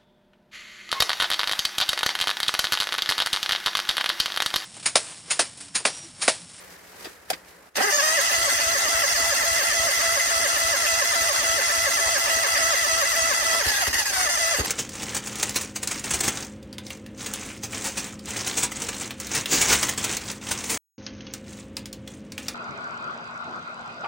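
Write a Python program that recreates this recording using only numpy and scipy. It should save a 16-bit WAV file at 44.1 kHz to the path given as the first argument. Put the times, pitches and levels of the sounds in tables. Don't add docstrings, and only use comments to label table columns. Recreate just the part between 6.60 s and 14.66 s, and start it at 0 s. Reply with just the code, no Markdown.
import sys
import numpy as np
from scipy import signal
from scipy.fft import rfft, irfft, next_fast_len
from scipy.io import wavfile
from scipy.ndimage import uniform_filter1d

SR = 44100
rng = np.random.default_rng(int(sys.argv[2]) if len(sys.argv) > 2 else 0)


def pcm_store(signal):
    levels = np.round(np.clip(np.atleast_2d(signal), -1, 1) * 32767)
    wavfile.write(sys.argv[1], SR, levels.astype(np.int16).T)


def boost_factor(decibels):
    exponent = np.asarray(decibels, float) / 20
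    return 10 ** exponent


N = 355604
T = np.arange(N) / SR

SAG = [
    (.395, .11, .045, .025, .215),
    (.745, .09, .025, .045, .135),
]
# compression_top_s, pinion_grips_again_s, kick_hz, coasting_s, exhaust_bang_db
FIRINGS = [
    (7.039, 7.07, 216.4, 0.71, 14),
    (7.253, 7.325, 300, .55, 18),
    (7.972, 8.056, 163, .5, 19.5),
]
EXHAUST_AFTER_S = .03


def evened(x):
    return x / np.sqrt(np.mean(abs(x) ** 2) + 1e-20)


def curve(rows, at, outside=None):
    position, *columns = np.transpose(rows)
    return [np.interp(at, position, column, outside) for column in columns]


def read(points, hz):
    f, value = np.transpose(points)
    return np.interp(np.log(hz + 1), np.log(f + 1), value)


def drift(hz, count):
    points = int(N / SR * hz) + 3
    knots = rng.standard_normal((count, 2, points))
    at, index = T * hz, np.arange(points)
    return np.array([evened(np.interp(at, index, a) + 1j * np.interp(at, index, b)) for a, b in knots])


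def passed(x, hz, kind, order):
    return signal.sosfilt(signal.butter(order, hz, kind, fs=SR, output="sos"), x)


def resonate(x, hz, width):
    r = np.exp(-np.pi * width / SR)
    return signal.lfilter([1 - r, 0, r - 1], [1, -2 * r * np.cos(2 * np.pi * hz / SR), r * r], x)


def hiss(spectrum, patchy_db, alike):
    # pitch_hz, likeness (0-1)
    likeness = [(60, .99), (290, .9), (640, .75), (1400, .55), (3000, .5), (7000, .2), (15000, .15)]
    hz = np.fft.rfftfreq(512, 1 / SR)
    a, b, c, d, patches = rng.standard_normal((N // 128 + 5, 257, 5)).T
    patches = uniform_filter1d(patches, size=5, axis=0)
    patches = evened(uniform_filter1d(patches, size=9, axis=1))
    same = np.clip(alike * read(likeness, hz), 0, 1)[:, None]
    left, other = a + 1j * b, c + 1j * d
    z = np.array([left, same * left + np.sqrt(1 - same ** 2) * other])
    z = z * boost_factor(read(spectrum, hz)[:, None] + patchy_db * patches)
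    return evened(signal.istft(z, nperseg=512, noverlap=384)[1][:, :N])


def ports(x, turn):
    # pitch_hz, level_db
    lean = [(60, 0.0), (99, 0.0), (160, -4), (270, -1.5), (450, 1), (740, -7.5), (1220, 5), (2010, -1.0),
            (3330, -0.5), (5500, -5), (9080, 7), (15000, -2.5)]
    # pitch_hz, lead_rad
    lead = [(0, -12), (860, 0.74), (1980, 7.5), (2760, 8.5), (3190, 13), (3530, 13.5), (4650, 20),
            (5680, 11.5), (6630, 18.5), (7320, 15.5), (12100, 24), (13100, 16.5), (15200, 38), (16600, 46)]
    size = next_fast_len(N)
    hz = np.fft.rfftfreq(size, 1 / SR)
    half = boost_factor(read(lean, hz) / 2) * np.exp(.5j * turn * read(lead, hz))
    half[hz < 250] = 1
    return irfft(rfft(x, size) * np.array([half, 1 / half]), size)[:, :N]


def quiet():
    # peak_s, rustle_db, rise_s, fall_s
    strokes = [
        (0.0, -54, .01, 0.099),
        (.15, -60, 0.12, 0.017),
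        (.45, -48.5, 0.13, 0.076),
        (.72, -44, 0.019, 0.035),
        (.88, -58.5, 0.034, 0.11),
    ]
    hand = 0
    for s, db, rise, fall in strokes:
        hand = hand + boost_factor(db) * np.exp(-np.where(T < s, (s - T) / rise, (T - s) / fall))
    start_s = 1.095
    duck = boost_factor(-9 * np.clip((T - start_s) / .01 + .5, 0, 1))
    rustle_bed = boost_factor(-58 - 4.5 * np.minimum(T, start_s))
    return duck * np.hypot(boost_factor(-59), boost_factor(-3) * hand), duck * np.hypot(rustle_bed, hand)


def air():
    # pitch_hz, level_db (per Hz)
    air_spectrum = [(18, -62), (30, -32), (70, -21), (139, -19), (171, -8.5), (255, -9.5), (506, -3),
                    (625, -7), (1840, -8.5), (3480, -31.5), (12000, -37), (15200, -39), (16500, -50)]
    air_level, rustle_level = quiet()
    wash = hiss(air_spectrum, patchy_db=-0.5, alike=0.63)
    low = evened(passed(wash, 2600, "low", order=4))
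    high = evened(passed(wash, 3500, "high", order=4))
    far_machine = evened(resonate(rng.standard_normal(N), 178, 10))
    traffic = evened(resonate(resonate(rng.standard_normal(N), 68, 40), 68, 40))
    outdoors = low + boost_factor(-15.0) * traffic + boost_factor(-14.5) * far_machine
    rustle = high * (1 + 0.27 * drift(150, count=1).real)
    return boost_factor(5.5) * air_level * outdoors + boost_factor(4.5) * rustle_level * rustle


def knocks():
    # start_s, peak_db, low_ring_hz, low_ring_db, fade_60db_s
    tool_knocks = [(0.4443, -27, 444, -6.5, 0.034), (0.4514, -25, 700, -10, 0.062),
                   (0.461, -33, 398, -1, 0.098), (0.7292, -19.5, 306, -11.5, 0.057),
                   (1.0675, -47, 748, 0, 0.03), (1.1424, -46, 355, -15, 0.052),
                   (1.1533, -19, 820, -15, 0.033), (1.1694, -21, 433, -7, 0.21)]
    landing = [
        (.6995, -9, 640, -7, .04),
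        (.706, -22, 680, 2, 0.035),
    ]
    slam = [
        (1.176, -16, 175, -20, 0.4),
    ]
    ticks = [(.16, -40, 500, -14, .03), (.29, -47, 500, -15, .015), (.405, -35, 500, -9, .02),
             (.6, -48, 513, -20, .012), (.635, -55, 500, -20, .012), (.685, -52, 500, -15, .015),
             (.845, -41, 500, -20, .015)]
    # pitch_hz, width_hz, level_db
    relay = [(1930, 230, 2.5), (2510, 320, -4), (3510, 470, -2), (4760, 240, 3), (7300, 200, -8),
             (8800, 250, -8)]
    t, out = np.arange(4000) / SR, np.zeros((2, N))
    kinds = [(tool_knocks, 5200), (landing, 12700), (slam, 2500), (ticks, 8000)]
    for rows, top_hz in kinds:
        for s, db, hz, low_db, fade_s in rows:
            shared, *own = rng.standard_normal((3, len(t)))
            burst = shared + 1.6 * np.array(own)
            burst = burst * np.minimum(t / 0.0038, 1) ** 2 * boost_factor(-60 * t / fade_s)
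            case = 1.3 * passed(burst, 720, "high", order=2)
            case = case + sum(boost_factor(g) * 3 * resonate(burst, f, w) for f, w, g in relay)
            case = passed(case, top_hz, "low", order=3)
            low = resonate(resonate(burst, hz, 210), hz, 210)
            knock = case / abs(case).max() + boost_factor(low_db) * low / abs(low).max()
            out[:, round(s * SR):][:, :len(t)] += boost_factor(db) * knock
    return out


def crank():
    # start_s, cycles_done
    cycle_starts = [(1.15, 0), (1.31, .43), (1.495, 1), (1.783, 2), (2.067, 3), (5.181, 14), (5.467, 15),
                    (6.911, 20), (7.156, 21), (7.358, 22), (7.58, 23), (7.852, 24), (8.09, 25)]
    rows = list(cycle_starts)
    for top, *_ in FIRINGS:
        n = np.floor(curve(cycle_starts, top)[0])
        rows += [(top, n + .39), (top + EXHAUST_AFTER_S, n + .625)]
    return sorted(rows)


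def valves():
    # share_of_cycle, peak_db, push (+) or suck (-), pitch_hz, exhaust_share (0-1)
    puffs = [(0, -32.5, 0.91, 71.6, 0.025), (.115, -50, 1, 90, 0.089), (0.164, -38, -0.56, 100, 0.034),
             (.237, -42, -0.83, 85.5, 0), (.31, -46, 0.89, 55, 0), (.375, -54, 1, 55, 0),
             (.43, -77, 1, 60, 0.81), (0.588, -49, 0.79, 80, 0), (.625, -41, 1, 80, 1),
             (0.692, -42.5, 1, 50, 0), (.76, -61, 1, 65, 0), (.87, -43, -0.99, 75, 0.45)]
    s, cycles = np.transpose(crank())
    t, out = np.arange(-800, 3600) / SR, np.zeros(N + 8000)
    shape = np.exp(-np.where(t < 0, (t / 0.0061) ** 2, t / 0.01))
    bark_shape = np.exp(-np.where(t < 0, (t / 0.034) ** 2, t / 0.035))
    for n in range(25):
        for share, db, sign, hz, exhaust in puffs:
            at = np.interp(n + share, cycles, s)
            weak_db = min(0, 40 * (at - 1.8))
            blow_db = -1.5 + weak_db
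            if any(top - 0.138 < at < top for top, *_ in FIRINGS):
                blow_db -= 8
            blow_db += sum(bang for top, *_, bang in FIRINGS if top < at < top + 2 * EXHAUST_AFTER_S)
            db += blow_db if exhaust else weak_db
            puff = shape * np.cos(2 * np.pi * hz * (t - 7.1 * t * abs(t)))
            bark = evened(resonate(rng.standard_normal(len(t)), 370, 370)) * bark_shape
            puff += exhaust * boost_factor(-21.0 + 0.71 * blow_db) * bark
            level = sign * boost_factor(db + 2.1 * rng.standard_normal())
            start = round(at * SR) - 800
            if start + len(t) <= len(out):
                out[start:start + len(t)] += level * puff
    rumble = evened(resonate(resonate(rng.standard_normal(N), 76, 67), 76, 67))
    out = out[:N] + boost_factor(-59.5) * rumble * np.clip((T - 1.2) / .5, 0, 1)
    return np.array([out, np.roll(out, shift=9)])


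def gears():
    # start_s, unloaded_tooth_rate_hz, whine_db, slack (clatter of loose teeth, 0-1)
    spin_up = [(1.15, 120, -22, .85), (1.185, 200, 11, .8), (1.215, 272, 15, .8), (1.235, 385, 11, .7),
               (1.255, 425, 6, .4), (1.305, 398, 6, .4), (1.322, 585, 7, .03), (1.4, 598, 7, .05),
               (1.53, 650, 3, .05)]
    steady = [(1.75, 669.1, 1.8, 0.073), (5.2, 668.7, 3.14, 0.043), (5.8, 661.2, 4.2, 0.075),
              (7.02, 661, 4.95, 0.081), (8.06, 668.3, 3.7, 0.035)]
    free_hz, whine_db, slack = curve(spin_up + steady, T)
    over_hz, charge = np.zeros((2, N))
    for top, grip, kick_hz, coast, _ in FIRINGS:
        overrun = np.clip((T - top) / (grip - top), 0, 1)
        coasting = np.clip(1 - (T - grip) / coast, 0, 1) ** 2
        over_hz = (1 - overrun) * over_hz + overrun * kick_hz * coasting
        let_go = np.clip(1 + (T - top) / 0.013, 0, 1)
        settle = np.exp(-np.maximum(T - grip, 0) / .15) * let_go
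        whine_db = whine_db + settle * np.where(T < grip, -7, 4)
        slack = np.maximum(slack, .75 * settle)
        charge += np.clip(1 + (T - top) / 0.138, 0, 1) * (1 - overrun)
    load = 1 - np.exp(-np.maximum(T - 1.31, 0) / .075)
    load = load * np.clip(1 - over_hz / 258.6, .1, 1)
    return free_hz + over_hz, whine_db, np.clip(slack, 0, 1), load + .35 * charge


def compression(share):
    exhaust_stroke = np.clip(1 - np.minimum(share, 1 - share) / .2, 0, 1)
    lost = -.014 + .032 * exhaust_stroke
    for top, build, hang, release, depth in SAG:
        lost = lost + depth * np.interp(share, [top - hang - build, top - hang, top, top + release], [0, 1, 1, 0])
    return lost


def effort_db():
    # start_s, level_db
    effort = [(1.14, -80), (1.156, -43), (1.17, -28), (1.19, -38), (1.21, -32), (1.3, -28), (1.536, -25.5),
              (6.95, -27), (8.06, -28)]
    # contact_again_s, depth_db, fade_s
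    slips = [(7.066, -5, .05), (7.117, -4, .015), (7.27, -4, .03), (7.33, -11, .045), (7.456, -7, .025),
             (7.531, -5, .025), (7.69, -6, .015), (7.775, -3, .015), (7.995, -4, .04), (8.047, -9, .04)]
    level_db = curve(effort, T, -99)[0]
    for s, db, fade in slips:
        level_db = level_db + db * np.interp(T, [s - fade, s - fade / 2, s - .003, s], [0, 0.96, 1, 0])
    return level_db


def starter():
    # multiple_of_tooth_rate, level_db
    teeth = [(1, -4), (2, -4.5), (3, -1.5), (4, -11), (5, -9.5), (6, -13), (7, -15.5), (8, -12), (9, -9),
             (10, -9), (11, -11.5), (12, -8.5), (13, -14.5), (14, -11.5), (15, -20.5)]
    # pitch_hz, level_db
    let_out = [(150, 9.5), (400, 8.5), (520, 2.5), (585, 5.5), (622, 0.5), (655, 5), (800, 2), (1000, -2),
               (1300, 2), (1700, 3), (2050, -6), (2330, -10), (2650, -11), (4000, -14.5), (5500, -5),
               (12000, 4)]
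    # pitch_hz, level_db (per Hz)
    grind_spectrum = [(140, -48), (230, -13), (487, -21.5), (660, -9), (722, -9.5), (1050, -9.5),
                      (1300, -8.5), (1500, -6), (1970, -3.5), (2310, -15.5), (2660, -5), (3670, -13),
                      (6400, -10), (15100, -20.5), (16500, -29)]
    # pitch_hz, width_hz, level_db
    housing = [(431, 40, -2), (573.7, 35.4, -1), (1087, 146, -11.5), (1302, 83, -12.5), (1194, 130, -7),
               (1610, 16.4, -9), (1758, 9, 3), (1740, 9.7, -3), (1926, 37, -1), (2016.5, 79, 2.5),
               (2880, 6.3, 6), (4550, 366, 1), (5000, 26, 8.5), (5472, 56, 1.5), (5860, 25, -1),
               (6220, 150, 1.5), (6500, 24, 13.5), (8650, 420, -0.5), (11730, 650, 1.5)]
    share = curve(crank(), T)[0] % 1
    free_hz, whine_db, slack, load = gears()
    sag = load * compression(share) * (1 + 0.05 * drift(5, count=1)[0].real)
    strain = np.maximum(sag, 0)
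    jitter = .0025 + .04 * slack + .07 * abs(sag)
    hz = free_hz * (1 - sag) * (1 + jitter * drift(60, count=1)[0].real)
    turns = np.cumsum(hz) / SR
    loose = np.clip(np.gradient(uniform_filter1d(hz, size=400)) * SR / 9000, 0, .9)
    pinion = 1 + 0.12 * np.cos(2 * np.pi * turns / 11)
    pinion += 0.024 * np.cos(2 * np.pi * turns / 24) + 0.2 * np.cos(2 * np.pi * turns / 6)
    first_top, second_top = SAG[0][0], SAG[1][0]
    between = abs(share - (first_top + second_top) / 2) < (second_top - first_top) / 2
    light = uniform_filter1d(1. * between, size=400)

    whine = np.zeros((2, N))
    tooth, tone = np.exp(2j * np.pi * turns), 1
    for k, db in teeth:
        tone = tone * tooth
        shared, apart = drift(40 + 22 * k, count=2)
        roughness = .13 + .04 * k + 1.2 * slack + 1.1 * strain
        fuzz = 1 + roughness * (shared + .9 * np.array([apart, -apart]))
        out_db = db + read(let_out, k * hz[::32]) - read(let_out, k * 588.0)
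        out_db -= 5.5 * slack[::32] * abs(k - 2.4)
        out_db -= 5 * light[::32] / k ** 2
        whine += np.repeat(boost_factor(out_db), 32)[:N] * (fuzz * tone * np.exp(2j * np.pi * rng.random())).real
    whine = boost_factor(5.0 + whine_db + 26.0 * np.minimum(sag, .15)) * evened(whine)
    whine = whine * pinion * (1 - loose) / (1 + 1.2 * slack)

    clatter = (1 + slack) ** (0.4 * drift(90, count=1)[0].real)
    throb = 1 + 0.34 * np.cos(2 * np.pi * turns) + 0.084 * drift(70, count=1)[0].real
    grind_db = 2.5 - 6.1 * np.minimum(sag, .2) + 4 * loose + 5 * slack
    grind = boost_factor(grind_db) * hiss(grind_spectrum, patchy_db=3.0, alike=0.99) * throb
    drive = (whine + grind) * clatter
    direct = (whine * boost_factor(-45 * strain) + grind) * clatter
    rung = direct + sum(boost_factor(db) * resonate(drive, f, width) for f, width, db in housing)
    rung = passed(rung, 228, "high", order=4)
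    return ports(evened(rung), turn=0.88) * boost_factor(effort_db() + 5.0)


def scene():
    return air() + knocks() + valves() + starter()


def top_cut(x):
    return signal.sosfilt(signal.butter(12, 17030, fs=SR, output="sos"), x)


def record(dry):
    edge = signal.firwin(801, 16020, window=("kaiser", 9), fs=SR)
    heard = passed(dry, 32, "high", order=4)
    mix = signal.oaconvolve(heard, edge[None], "same")
    return top_cut(mix)


dry = scene()
out = record(dry)
pcm_store(out)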